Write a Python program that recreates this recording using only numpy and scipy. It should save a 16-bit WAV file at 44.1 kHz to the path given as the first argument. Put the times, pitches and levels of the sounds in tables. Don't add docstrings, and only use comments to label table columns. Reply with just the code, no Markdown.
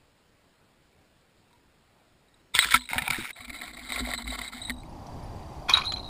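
import sys
import numpy as np
from scipy import signal
from scipy.fft import rfft, irfft
from scipy.io import wavfile
from scipy.ndimage import uniform_filter1d

SR = 44100
rng = np.random.default_rng(int(sys.argv[2]) if len(sys.argv) > 2 else 0)


def transcribe(signal):
    frames = np.atleast_2d(signal).T
    limited = np.clip(frames, -1, 1)
    pcm = np.round(limited * 32767).astype(np.int16)
    wavfile.write(sys.argv[1], SR, pcm)


def to_linear_factor(level_db):
    exponent = np.asarray(level_db, float) / 20
    return 10 ** exponent


N = 268561


def evened(x):
    return x / np.sqrt(np.mean(x ** 2) + 1e-20)


def add(mix, s, sound):
    part = mix[round(s * SR):][:len(sound)]
    part += sound[:len(part)]


def resonate(x, hz, width):
    r = np.exp(-np.pi * width / SR)
    return signal.lfilter([1 - r], [1, -2 * r * np.cos(2 * np.pi * hz / SR), r * r], x)


RIM_HZ = 7000
LINGER_DB = -27


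def ring_shell(strikes, modes, free_s):
    out, t = np.zeros(N), np.arange(6000) / SR
    waits = np.diff([row[0] for row in strikes] + [np.inf])
    damped_db = np.maximum(-60 * np.maximum(t - free_s, 0) / 0.04, LINGER_DB)
    decay_db = -60 * t / 0.11
    attack = np.sin(np.pi / 2 * np.minimum(t / 0.0015, 1)) ** 2
    for (s, db), wait in zip(strikes, waits):
        detune = 1 + 0.008 * (rng.random() - 0.5)
        ring = np.zeros(len(t))
        for hz, mode_db in modes:
            level_db = mode_db + damped_db * (hz < RIM_HZ)
            ring += to_linear_factor(level_db) * np.sin(2 * np.pi * (hz * detune * t + rng.random()))
        until_next = np.clip((wait - t) / 0.0015 + 1, 0, 1)
        add(out, s - 0.001, to_linear_factor(db + decay_db) * ring * attack * until_next)
    flutter = uniform_filter1d(uniform_filter1d(rng.standard_normal(N), size=120), size=120)
    return out * to_linear_factor(2.5 * evened(flutter))


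# (frequency [Hz], level [dB])
LOW_SHELL_MODES = [(3860, 0), (3890, -8), (9460, -29), (7990, -39)]
HIGH_SHELL_MODES = [(4104, 0), (4076, -8), (10150, -28), (10310, -31), (8130, -37)]
# (time [s], peak level [dB])
LOW_TOUCHES = [
    (2.2845, -62),
    (2.3426, -55),
    (2.3989, -64),
]
LOW_STRIKES_JERK = [(2.5945, -18.5), (2.6061, -18), (2.6229, -22), (2.7784, -39), (2.7944, -38),
                    (2.834, -42), (2.8534, -44), (2.877, -47), (2.957, -55), (3.123, -37), (3.183, -58),
                    (3.203, -46), (3.331, -44), (3.3464, -49)]
LOW_STRIKES_REEL = [(3.418, -41), (3.5464, -36), (3.567, -41), (3.588, -43.5), (3.7409, -45), (3.767, -43),
                    (3.872, -39), (3.8923, -33), (3.923, -34), (3.9304, -30), (3.986, -39), (3.9984, -48),
                    (4.0568, -50), (4.107, -37), (4.1355, -29.5), (4.1782, -32.5), (4.243, -41.5),
                    (4.2844, -35), (4.3024, -30.5), (4.348, -51), (4.4333, -39.5), (4.478, -33)]
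LOW_STRIKES_SETTLE = [
    (4.6162, -28),
    (4.6506, -31),
    (4.67, -31),
    (4.682, -33.5),
    (4.72, -43),
    (4.737, -44.5),
    (4.765, -51),
    (4.782, -49),
    (4.797, -47),
    (4.8527, -52),
]
# (time [s], peak level [dB])
HIGH_STRIKES_NEAR = [(2.597, -23.5), (2.6205, -34), (2.7577, -50), (2.793, -39), (2.809, -40),
                     (2.8539, -50), (3.9693, -48), (4.1343, -50), (4.1514, -37.5), (4.1786, -34),
                     (4.2448, -45), (4.6179, -57), (4.632, -40), (4.8144, -57)]


def near_bell():
    low, high = LOW_SHELL_MODES[:2], HIGH_SHELL_MODES[:2]
    out = ring_shell(LOW_TOUCHES, low, free_s=0.0023)
    out += ring_shell(LOW_STRIKES_JERK + LOW_STRIKES_REEL + LOW_STRIKES_SETTLE, low, free_s=0.0091)
    return out + ring_shell(HIGH_STRIKES_NEAR, high, free_s=0.044)


# (time [s], peak level [dB])
LOW_STRIKES_WIDE = [(5.4281, -61), (5.4849, -58), (5.7325, -24), (5.7378, -12), (5.7478, -18),
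                    (5.7648, -19), (5.7705, -19), (5.7846, -30.5), (5.8137, -33), (5.8493, -30.5),
                    (5.861, -28), (5.8665, -23.5), (5.8985, -30.5), (5.9104, -35), (5.923, -33),
                    (5.9372, -45), (5.9675, -35), (5.995, -38), (6.03, -43), (6.0448, -38), (6.0604, -42),
                    (6.0744, -36)]
HIGH_STRIKES_WIDE = [(5.738, -20), (5.7522, -29), (5.7618, -35), (5.7884, -32), (5.821, -39), (5.8556, -29),
                     (5.8794, -25.5), (5.8978, -28), (5.9366, -28.5), (5.9697, -33), (5.996, -38.5),
                     (6.028, -44), (6.0487, -39), (6.0672, -47)]


def wide_bell():
    out = ring_shell(LOW_STRIKES_WIDE, LOW_SHELL_MODES, free_s=0.0094)
    return out + ring_shell(HIGH_STRIKES_WIDE, HIGH_SHELL_MODES, free_s=0.047)


def response(body, widen, tick_db):
    t = np.arange(2048) / SR
    modes = []
    for k, (hz, width, db) in enumerate(body):
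        decay = np.exp(-np.pi * width * widen * t)
        modes.append((-1) ** k * to_linear_factor(db) * width * decay * np.sin(2 * np.pi * hz * t))
    modes = np.array(modes)
    tick = to_linear_factor(tick_db) * np.diff(t == 0, prepend=0)
    return np.vstack([modes / np.linalg.norm(modes.sum(0)), tick])


CRACK_DB = -3.5


def knock(knocks, body, rattle_s=0.024, widen=0.77, tick_db=-14, own_db=-2, own_width=160, lift_db=-2):
    modes, out, t = response(body, widen, tick_db), np.zeros(N), np.arange(4000) / SR
    for s, db, hz, *own_t60 in knocks:
        t60 = own_t60[0] if own_t60 else rattle_s
        blow = rng.standard_normal(len(t)) * to_linear_factor(-60 * t / max(t60, 0.004))
        blow[:8] += to_linear_factor(CRACK_DB) * np.linalg.norm(blow) * np.hanning(8) / 2
        ring = to_linear_factor(3 * rng.standard_normal(len(modes))) @ modes
        sound = evened(signal.fftconvolve(blow, ring)[:len(t)])
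        own_ring = resonate(resonate(blow, hz, 2 * own_width), hz, 2 * own_width)
        sound += to_linear_factor(own_db) * evened(own_ring)
        add(out, s - 0.0004, to_linear_factor(db + lift_db) * sound / abs(sound).max())
    return out


GRIP_S, LIFT_S, LIGHT_DB = 0.014, 0.014, -30


def pressure(strokes):
    out = np.zeros(N)
    for start, end, grip_db, lift_db in strokes:
        t = np.arange(start, end + LIFT_S, 1 / SR)
        times = [start, start + GRIP_S, end, end + LIFT_S]
        levels_db = [grip_db + LIGHT_DB, grip_db, lift_db, lift_db + LIGHT_DB]
        add(out, start, to_linear_factor(np.interp(t, times, levels_db)))
    return out


SLIP_SPREAD_DB, SLIPS_PER_S = 3.6, 3500


def slide(strokes, body, widen, tick_db, slide_db):
    modes = response(body, widen, tick_db)
    start = strokes[0][0]
    span = round((strokes[-1][1] - start) * 10 + 2) * 4500
    slips = to_linear_factor(SLIP_SPREAD_DB * np.minimum(rng.exponential(1, span), 3))
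    slips *= rng.random(span) < SLIPS_PER_S / SR
    slips *= rng.choice([-1., 1.], span)
    wander = uniform_filter1d(rng.standard_normal((len(modes), span // 100)), size=7)
    wander_db = 2.7 * np.repeat(evened(wander), 100, axis=1)
    scrape = signal.oaconvolve(slips * to_linear_factor(wander_db), modes, axes=1)[:, :span].sum(0)
    sliding = np.zeros(N)
    add(sliding, start, evened(scrape))
    return pressure(strokes) * to_linear_factor(slide_db) * sliding


# (frequency [Hz], width [Hz], level [dB])
JERK_RESONANCES = [(980, 18.4, 7), (1150, 51, -19), (1320, 29, 7.5), (2030, 227, 8), (2260, 94, 13),
                   (3586, 206, 13.5), (3633, 104, 13.5), (4740, 510, -5)]
# (time [s], peak level [dB], loudest ring [Hz], rattle t60 [s])
JERK_BLOWS = [(2.545, -32, 2870, 0.025), (2.551, -10, 3330, 0.036), (2.5903, 1.5, 3400, 0.018),
              (2.5945, -7.5, 2090, 0.011), (2.626, -12, 1320, 0.1), (2.645, -14, 1700, 0.028),
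              (2.672, -17, 3570, 0.018), (2.708, -21, 2270, 0.035), (2.714, -16.5, 1510, 0.02),
              (2.724, -15, 2200, 0.016), (2.741, -3.5, 2235, 0.06), (2.748, -5.5, 1224, 0.011),
              (2.7588, -15, 1460, 0.018), (2.766, -14, 1580, 0.018), (2.81, -28.5, 2130, 0.015),
              (2.819, -30.5, 3670, 0.086), (2.838, -33.5, 3670, 0.036), (2.856, -35, 2400, 0.016),
              (2.875, -39, 2150, 0.0088)]
# (time [s], peak level [dB], loudest ring [Hz])
JERK_SMALL_CATCHES = [(2.565, -30.5, 980), (2.57, -29, 1750), (2.583, -17, 1920), (2.607, -32, 3010),
                      (2.62, -28, 2320), (2.657, -24, 1720), (2.688, -24.5, 1410), (2.72, -14.5, 1820),
                      (2.736, -19, 2280), (2.745, -8, 1340), (2.77, -18.5, 1800), (2.777, -23, 3540)]
# (start [s], end [s], level on gripping [dB], level on lifting [dB])
JERK_STROKES = [
    (2.536, 2.598, -24, -38.5),
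    (2.595, 2.648, -31.5, -26),
    (2.65, 2.706, -36.5, -39),
    (2.697, 2.761, -30.5, -29.5),
    (2.745, 2.792, -30, -46),
    (2.786, 2.868, -64, -63),
]


def jerk():
    out = knock(JERK_BLOWS, JERK_RESONANCES, widen=2.54, tick_db=-6.5)
    out += slide(JERK_STROKES, JERK_RESONANCES, widen=2.54, tick_db=-6.5, slide_db=3)
    out += knock(JERK_SMALL_CATCHES, JERK_RESONANCES, rattle_s=0.012, widen=1.5, tick_db=-18, own_db=7, lift_db=0)
    return signal.lfilter(*signal.butter(1, 800, "high", fs=SR), out)


# (frequency [Hz], width [Hz], level [dB])
DRAG_RESONANCES = [(720, 18, -1.5), (920, 70, 2), (1380, 120, 2), (2280, 225, 2.5), (3780, 130, 3.5),
                   (4500, 3100, -10), (5070, 360, -19)]
# (time [s], peak level [dB], loudest ring [Hz], rattle t60 [s])
DRAG_BLOWS = [(2.89, -18, 2110, 0.013), (2.917, -24, 2360, 0.073), (2.9325, -9.5, 2130, 0.022),
              (2.945, -18, 805, 0.03), (2.958, -19, 680, 0.28), (2.982, -7.5, 2280, 0.055),
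              (3.021, -16, 2030, 0.039), (3.062, -24, 2150, 0.077), (3.079, -9.5, 2260, 0.015),
              (3.1025, -10.5, 2180, 0.028), (3.1088, -11.5, 2130, 0.011), (3.132, -10.5, 2180, 0.017),
              (3.145, -15.5, 1730, 0.065), (3.289, -35, 2260, 0.03), (3.306, -22, 2100, 0.011)]
# (time [s], peak level [dB], loudest ring [Hz])
DRAG_SMALL_CATCHES = [(2.896, -36, 2170), (2.97, -43, 890), (2.989, -32, 2160), (3.001, -39, 2270),
                      (3.029, -31, 2160), (3.038, -33, 780), (3.047, -42, 1590), (3.051, -37, 2290),
                      (3.066, -31, 2310), (3.097, -54, 2380), (3.125, -28, 2130), (3.154, -31, 2280),
                      (3.158, -24, 1980), (3.166, -24, 2200), (3.18, -42, 2330), (3.186, -40, 2200),
                      (3.193, -35, 2020), (3.2, -33, 2220), (3.21, -27, 2100), (3.225, -25, 2020),
                      (3.234, -33, 2400), (3.246, -26, 2280), (3.254, -24.5, 2120), (3.269, -50, 2300),
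                      (3.278, -45, 2000)]
# (start [s], end [s], level on gripping [dB], level on lifting [dB])
DRAG_STROKES = [
    (2.886, 3.076, -28, -34.5),
    (3.044, 3.141, -39.5, -26.5),
]


def drag():
    out = knock(DRAG_BLOWS, DRAG_RESONANCES, widen=1.54, tick_db=-3.5, own_db=-2.5)
    out += slide(DRAG_STROKES, DRAG_RESONANCES, widen=1.54, tick_db=-3.5, slide_db=-6)
    out += knock(DRAG_SMALL_CATCHES, DRAG_RESONANCES, rattle_s=0.014, widen=1.9, tick_db=-6, own_db=1.5, lift_db=1.5)
    return signal.lfilter(*signal.butter(2, [520, 5000], "band", fs=SR), out)


# (start [s], end [s], level on gripping [dB], level on lifting [dB])
SKID_STROKES = [
    (3.132, 3.31, -37.5, -35),
]


def skid():
    return slide(SKID_STROKES, DRAG_RESONANCES[2:], widen=2.6, tick_db=-5.5, slide_db=-1.5)


# (frequency [Hz], width [Hz], level [dB])
REEL_RESONANCES = [(705, 75, 4.5), (1110, 60, 1.5), (1340, 61, 3), (2110, 123, 8.5), (3030, 28, 1.5),
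                   (3863, 460, 2.5), (4950, 330, -9), (380, 370, -4.5)]
# (time [s], peak level [dB], loudest ring [Hz])
REEL_BLOWS = [(3.367, -35, 2200), (3.452, -33, 2260), (3.481, -35, 2220), (3.502, -26, 2280),
              (3.618, -22, 2055), (3.9215, -16, 2140), (3.96, -20, 2340), (3.977, -26, 680),
              (4.073, -21.5, 705), (4.089, -21, 680), (4.115, -19.5, 1970), (4.1365, -15.5, 1980),
              (4.181, -34, 1380), (4.2775, -20.5, 2116), (4.324, -26, 720), (4.352, -25, 2060),
              (4.389, -24, 1150), (4.534, -27.5, 1350), (4.697, -14.5, 2050), (4.7035, -16, 1850),
              (4.412, -29, 2030), (4.834, -41, 2370)]
# (time [s], peak level [dB], loudest ring [Hz])
REEL_SMALL_CATCHES = [(3.362, -49, 1980), (3.375, -46, 2180), (3.407, -33.5, 2180), (3.416, -41, 2200),
                      (3.425, -58, 2160), (3.448, -31, 2260), (3.488, -43, 2040), (3.497, -29, 2030),
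                      (3.544, -33, 2130), (3.549, -36, 2110), (3.56, -33, 2110), (3.589, -38, 2280),
                      (3.604, -34, 2240), (3.614, -28.5, 1860), (3.631, -40, 1950), (3.639, -34, 1900),
                      (3.654, -36, 2210), (3.673, -38, 2100), (3.68, -30.5, 2130), (3.691, -39, 2120),
                      (3.697, -46, 2170), (3.705, -43, 2120), (3.714, -43, 2390), (3.74, -43, 2042),
                      (3.77, -33, 2030), (3.777, -33, 2160), (3.788, -37, 2280), (3.794, -31.5, 2140),
                      (3.801, -43, 2100), (3.813, -40, 2040), (3.86, -51, 2130), (3.864, -51, 2200),
                      (3.893, -30, 2180), (3.903, -25, 2080), (3.965, -30, 2400), (3.983, -38, 2190),
                      (4.003, -35.5, 1930), (4.05, -39, 2120), (4.055, -31, 1910), (4.063, -33, 2260),
                      (4.096, -32, 2110), (4.118, -42, 1860), (4.188, -32.5, 980), (4.195, -38, 1320),
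                      (4.204, -42, 2120), (4.215, -41, 2030), (4.226, -44, 1990), (4.258, -35, 1050),
                      (4.27, -34, 2030), (4.304, -31, 2160), (4.312, -35, 2110), (4.32, -37, 740),
                      (4.327, -29, 720), (4.336, -47, 2000), (4.396, -30, 1150), (4.399, -32, 1110),
                      (4.416, -26, 2050), (4.442, -34, 1980), (4.451, -41, 2110), (4.464, -36, 2100),
                      (4.486, -34, 2160), (4.493, -42, 2170), (4.501, -39, 970), (4.528, -38, 2100),
                      (4.548, -39, 2140), (4.557, -43, 2063), (4.582, -35, 2110), (4.59, -44, 1980),
                      (4.608, -56, 2080), (4.627, -39, 2000), (4.637, -45, 2100), (4.648, -47, 1960),
                      (4.656, -60, 730), (4.667, -44, 2070), (4.679, -38, 2010), (4.686, -35, 925)]
# (start [s], end [s], level on gripping [dB], level on lifting [dB])
REEL_STROKES = [(3.347, 3.459, -48.5, -48.5), (3.461, 3.51, -54, -47), (3.515, 3.603, -42.5, -48),
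                (3.616, 3.714, -42.5, -48), (3.718, 3.751, -48, -42.5), (3.75, 4.007, -52.5, -31.5),
                (3.996, 4.13, -45.5, -34.5), (4.134, 4.159, -30.5, -46), (4.16, 4.227, -46, -39.5),
                (4.234, 4.359, -48, -35), (4.362, 4.392, -43, -31), (4.398, 4.497, -36.5, -47.5),
                (4.51, 4.72, -42, -55.5)]


def reel():
    catches = REEL_SMALL_CATCHES
    out = knock(REEL_BLOWS, REEL_RESONANCES, widen=1.0, tick_db=-8, own_db=2.5)
    out += slide(REEL_STROKES, REEL_RESONANCES, widen=1.0, tick_db=-8, slide_db=1.5)
    out += knock(catches, REEL_RESONANCES, rattle_s=0.058, widen=1.4, tick_db=-6, own_db=2.5, lift_db=0.5)
    return signal.lfilter(*signal.butter(2, 480, "high", fs=SR), out)


# (time [s], peak level [dB], frequency [Hz])
BLANK_RINGS = [
    (2.5905, -14.5, 2100),
    (2.7415, -8, 1340),
    (2.983, -18, 1800),
    (3.073, -28, 790),
    (3.08, -27.5, 936),
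    (3.103, -30, 1050),
]


def blank_rings():
    return knock(BLANK_RINGS, JERK_RESONANCES[2:3], rattle_s=0.025, own_db=16, own_width=53)


# (time [s], peak level [dB], centre [Hz])
ICE_SNAPS = [
    (2.5522, -4.5, 4630),
    (2.7585, -10, 4200),
    (3.1088, -8, 4500),
    (3.1225, -19, 4350),
    (3.4805, -34, 3600),
    (3.9785, -24, 3000),
    (4.1372, -35, 4200),
]


def ice_snaps():
    return knock(ICE_SNAPS, JERK_RESONANCES[3:], rattle_s=0.006, widen=3, tick_db=3, own_db=-3, own_width=900)


# (time [s], peak level [dB], loudest ring [Hz])
EARLY_KNOCKS = [
    (0.929, -56, 2280),
    (1.509, -55, 1005),
    (1.53, -47.5, 960),
    (1.557, -53, 937),
    (1.999, -57, 2320),
]


def early_knocks():
    return knock(EARLY_KNOCKS, DRAG_RESONANCES, rattle_s=0.18, own_db=2, own_width=69)


# (frequency [Hz], width [Hz], level [dB])
TRIP_RESONANCES = [(1060, 54, 1.5), (1380, 353, -3.5), (1570, 100, -8.5), (2210, 64, -7.5), (2480, 53, 0.5),
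                   (2650, 42, -13), (3280, 170, -5)]
ICE_RESONANCES = [(4320, 500, 12), (5500, 680, 6.5), (6350, 230, 6.5), (6920, 82, 4), (9300, 460, 1),
                  (10600, 500, -5.5), (12500, 800, -5.5)]
# (time [s], peak level [dB], loudest ring [Hz])
TRIP_BLOWS = [(5.686, -28, 1460), (5.695, -11, 1380), (5.702, -15, 3330), (5.711, -21, 2480),
              (5.743, -15, 1000), (5.751, -12.5, 1340), (5.772, -11.5, 1000), (5.784, -16, 1230),
              (5.814, -25, 2300), (5.837, -28, 990), (5.86, -39, 869), (5.922, -21, 3280),
              (5.962, -33, 3280), (5.981, -33, 940)]
TRIP_SMALL_CATCHES = [(5.689, -34, 2260), (5.706, -20, 2380), (5.72, -26, 1040), (5.794, -30, 1230),
                      (5.799, -29, 1060), (5.81, -31, 1060), (5.819, -28.5, 2360), (5.847, -37, 1260),
                      (5.862, -42, 1290), (5.881, -41, 910), (5.891, -39, 856)]
# (time [s], peak level [dB], loudest ring [Hz])
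BRIGHT_ICE_TICKS = [
    (5.0678, -40, 6000),
    (5.6965, -12.5, 5400),
    (5.7264, -38, 5500),
    (5.7324, -25, 5800),
    (5.7736, -22.5, 6800),
    (5.8556, -32.5, 9500),
    (5.98, -39, 6140),
    (5.921, -23.5, 6900),
    (5.9618, -36, 6040),
]
# (start [s], end [s], level on gripping [dB], level on lifting [dB])
TRIP_STROKES = [
    (5.676, 5.824, -27, -36.5),
    (5.825, 5.907, -34.5, -60),
]


def trip():
    out = knock(TRIP_BLOWS, TRIP_RESONANCES, rattle_s=0.06, widen=1.47, tick_db=-38)
    out += slide(TRIP_STROKES, TRIP_RESONANCES, widen=1.47, tick_db=-38, slide_db=-4)
    out += knock(TRIP_SMALL_CATCHES, TRIP_RESONANCES, rattle_s=0.011, widen=1.0, tick_db=-30, own_db=13, lift_db=3.5)
    out += knock(BRIGHT_ICE_TICKS, ICE_RESONANCES, rattle_s=0.038, widen=1.54, tick_db=-19, own_db=-5, own_width=170)
    return out + slide(TRIP_STROKES, ICE_RESONANCES, widen=1.54, tick_db=-19, slide_db=-11)


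# (start [s], end [s], sway level [dB], housing level [dB])
MOUNT_TREMBLE = (3.5, 5, -58, -55.5)


def tremble():
    start, end, sway_db, housing_db = MOUNT_TREMBLE
    shake = rng.standard_normal((2, N))
    sway = evened(resonate(resonate(shake[0], 54, 30), 54, 30))
    housing = evened(resonate(resonate(shake[1], 233.3, 81), 314, 62))
    moving = np.interp(np.arange(N) / SR, [start, start + 0.016, end, end + 0.038], [0, 1, 1, 0])
    return moving * (to_linear_factor(sway_db) * sway + to_linear_factor(housing_db) * housing)


# (time [s], sway level [dB], housing level [dB])
MOUNT_JOLTS = [(2.552, -36.5, -64), (2.661, -35, -48), (2.744, -32, -28), (2.96, -34, -32.5),
               (3.097, -37, -35.5), (3.199, -68, -41), (3.419, -57, -45.5), (3.481, -37, -38),
               (3.609, -70, -44.5), (3.709, -42, -55), (3.759, -46, -46), (3.814, -48, -40),
               (3.9, -52, -38), (3.961, -34, -40.5), (4.019, -23, -26), (4.077, -47, -33.5),
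               (4.152, -43, -36.5), (4.199, -46, -36), (4.247, -27.5, -40), (4.288, -29, -30),
               (4.389, -33.5, -40), (4.544, -60, -36.5), (4.701, -31.5, -28)]
# (frequency [Hz], rise [s], t60 [s])
MOUNT_SWAY = (54.5, 0.047, 0.31)
MOUNT_HOUSING = (245, 0.01236, 0.22)


def jolts():
    out, t = np.zeros(N), np.arange(12000) / SR
    for s, *dbs in MOUNT_JOLTS:
        detune, phase = 1 + 0.05 * (rng.random() - 0.5), rng.random()
        for (hz, rise, t60), db in zip((MOUNT_SWAY, MOUNT_HOUSING), dbs):
            ring = np.sin(2 * np.pi * (hz * detune * t + phase))
            add(out, s - rise / 2, to_linear_factor(db - 60 * t / t60) * np.minimum(t / rise, 1) * ring)
    return out


# (time [s], peak level [dB], frequency [Hz])
MOUNT_THUMPS = [(2.549, -40, 127), (2.654, -38, 320), (2.741, -34, 120), (2.915, -37, 194),
                (2.957, -30.5, 115.5), (3.019, -34, 180), (3.093, -33.5, 149), (3.18, -32, 195),
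                (3.185, -30, 348), (3.209, -37, 93), (3.401, -45.5, 97), (3.5, -42, 101), (3.749, -50, 90),
                (4.008, -29.5, 298), (4.089, -43, 100), (4.139, -40.5, 110), (4.271, -39, 95),
                (4.409, -40.5, 99), (4.694, -38, 282)]


def thumps():
    out, t = np.zeros(N), np.arange(12000) / SR
    for s, db, hz in MOUNT_THUMPS:
        push = rng.standard_normal(len(t)) * to_linear_factor(-60 * t / 0.08)
        thump = resonate(resonate(push, hz, 160), hz, 260)
        add(out, s - 0.003, to_linear_factor(db) * thump / abs(thump).max())
    return out


HOLD_HZ = 12000


def held(x):
    hz = np.fft.rfftfreq(N, 1 / SR)
    rolloff = 1 / np.sqrt(1 + (hz / 5500) ** 24)
    low = irfft(rfft(x) * rolloff * np.clip((HOLD_HZ / 2 - hz) / 150, 0, 1), N)
    mirrored = low * (1 + 2 * np.cos(2 * np.pi * HOLD_HZ * np.arange(N) / SR))
    return irfft(rfft(mirrored) * np.sinc(hz / HOLD_HZ) / np.sinc(hz / (HOLD_HZ * 4)), N)


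def noise(spectrum, patchy_db):
    hz, (f, db) = np.fft.rfftfreq(1024, 1 / SR), np.transpose(spectrum)
    a, b, patches = rng.standard_normal((N // 256 + 5, 513, 3)).T
    patches = evened(uniform_filter1d(uniform_filter1d(patches, 10, 0), 12, 1))
    colour_db = np.interp(np.log(hz + 1), np.log(f + 1), db)[:, None]
    spectra = (a + 1j * b) * to_linear_factor(colour_db + patchy_db * patches)
    return evened(signal.istft(spectra, nperseg=1024, noverlap=768)[1][:N])


# (frequency [Hz], density [dB per Hz])
HISS_COLOUR = [(15, -36), (25, -3.5), (201, -5), (271, -8), (429, -9.5), (1210, -15), (2290, -17.5),
               (4990, -21), (6000, -23), (7800, -58), (13200, -120)]


def hiss():
    return to_linear_factor(-63.5) * noise(HISS_COLOUR, patchy_db=1.2)


# (frequency [Hz], level [dB])
THROB_PARTIALS = [(4707, -60), (9414, -72), (14120, -78)]
THROB_HZ = 30


def throb():
    t = np.arange(N) / SR
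    gate = uniform_filter1d(1. * ((t - 4.792) * THROB_HZ % 1 < 0.4), 130)
    wobble = np.cumsum(rng.standard_normal(N)) * 0.002
    whine = np.zeros(N)
    for k, (hz, db) in enumerate(THROB_PARTIALS, 1):
        whine += to_linear_factor(db) * np.sin(2 * np.pi * (hz * t + k * wobble))
    return gate * whine


# (time [s], level [dB])
ELECTRIC_PIPS = [
    (4.891, -64),
    (5.228, -62),
]


def pips():
    out, t = np.zeros(N), np.arange(1050) / SR
    tone = np.sin(2 * np.pi * 5281 * t) + np.sin(4 * np.pi * 5281 * t)
    pip = tone * signal.windows.tukey(len(t), 0.2)
    for s, db in ELECTRIC_PIPS:
        add(out, s, to_linear_factor(db) * pip)
    return out


# (frequency [Hz], density [dB per Hz])
POND_COLOUR = [(15, -43), (25, -1), (84, -1.5), (288, -13.5), (329, -12.5), (479, -20.5), (736, -10),
               (989, -14), (1400, -30), (4330, -38), (4700, -37), (6480, -40.5), (15300, -51.5)]


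def pond():
    return to_linear_factor(-40.5) * noise(POND_COLOUR, patchy_db=1.0)


# (start [s], end [s])
CROSSFADE = (4.44, 5.124)


def scene():
    wide = np.interp(np.arange(N) / SR, CROSSFADE, [0, 1])
    near = near_bell() + jerk() + drag() + skid() + reel()
    near += blank_rings() + ice_snaps() + early_knocks()
    near += tremble() + jolts() + thumps()
    near += (1 - wide) * hiss()
    far = wide_bell() + trip()
    background = wide * (throb() + pips() + pond())
    return (held(near) + far + background)[None]


def roll_off(x):
    return signal.sosfilt(signal.butter(12, 15700, fs=SR, output="sos"), x)


def record(dry):
    lowpass = signal.firwin(301, 15330, fs=SR)[None]
    mix = signal.oaconvolve(dry, lowpass, "same")
    return roll_off(mix)


dry = scene()
out = record(dry)
transcribe(out)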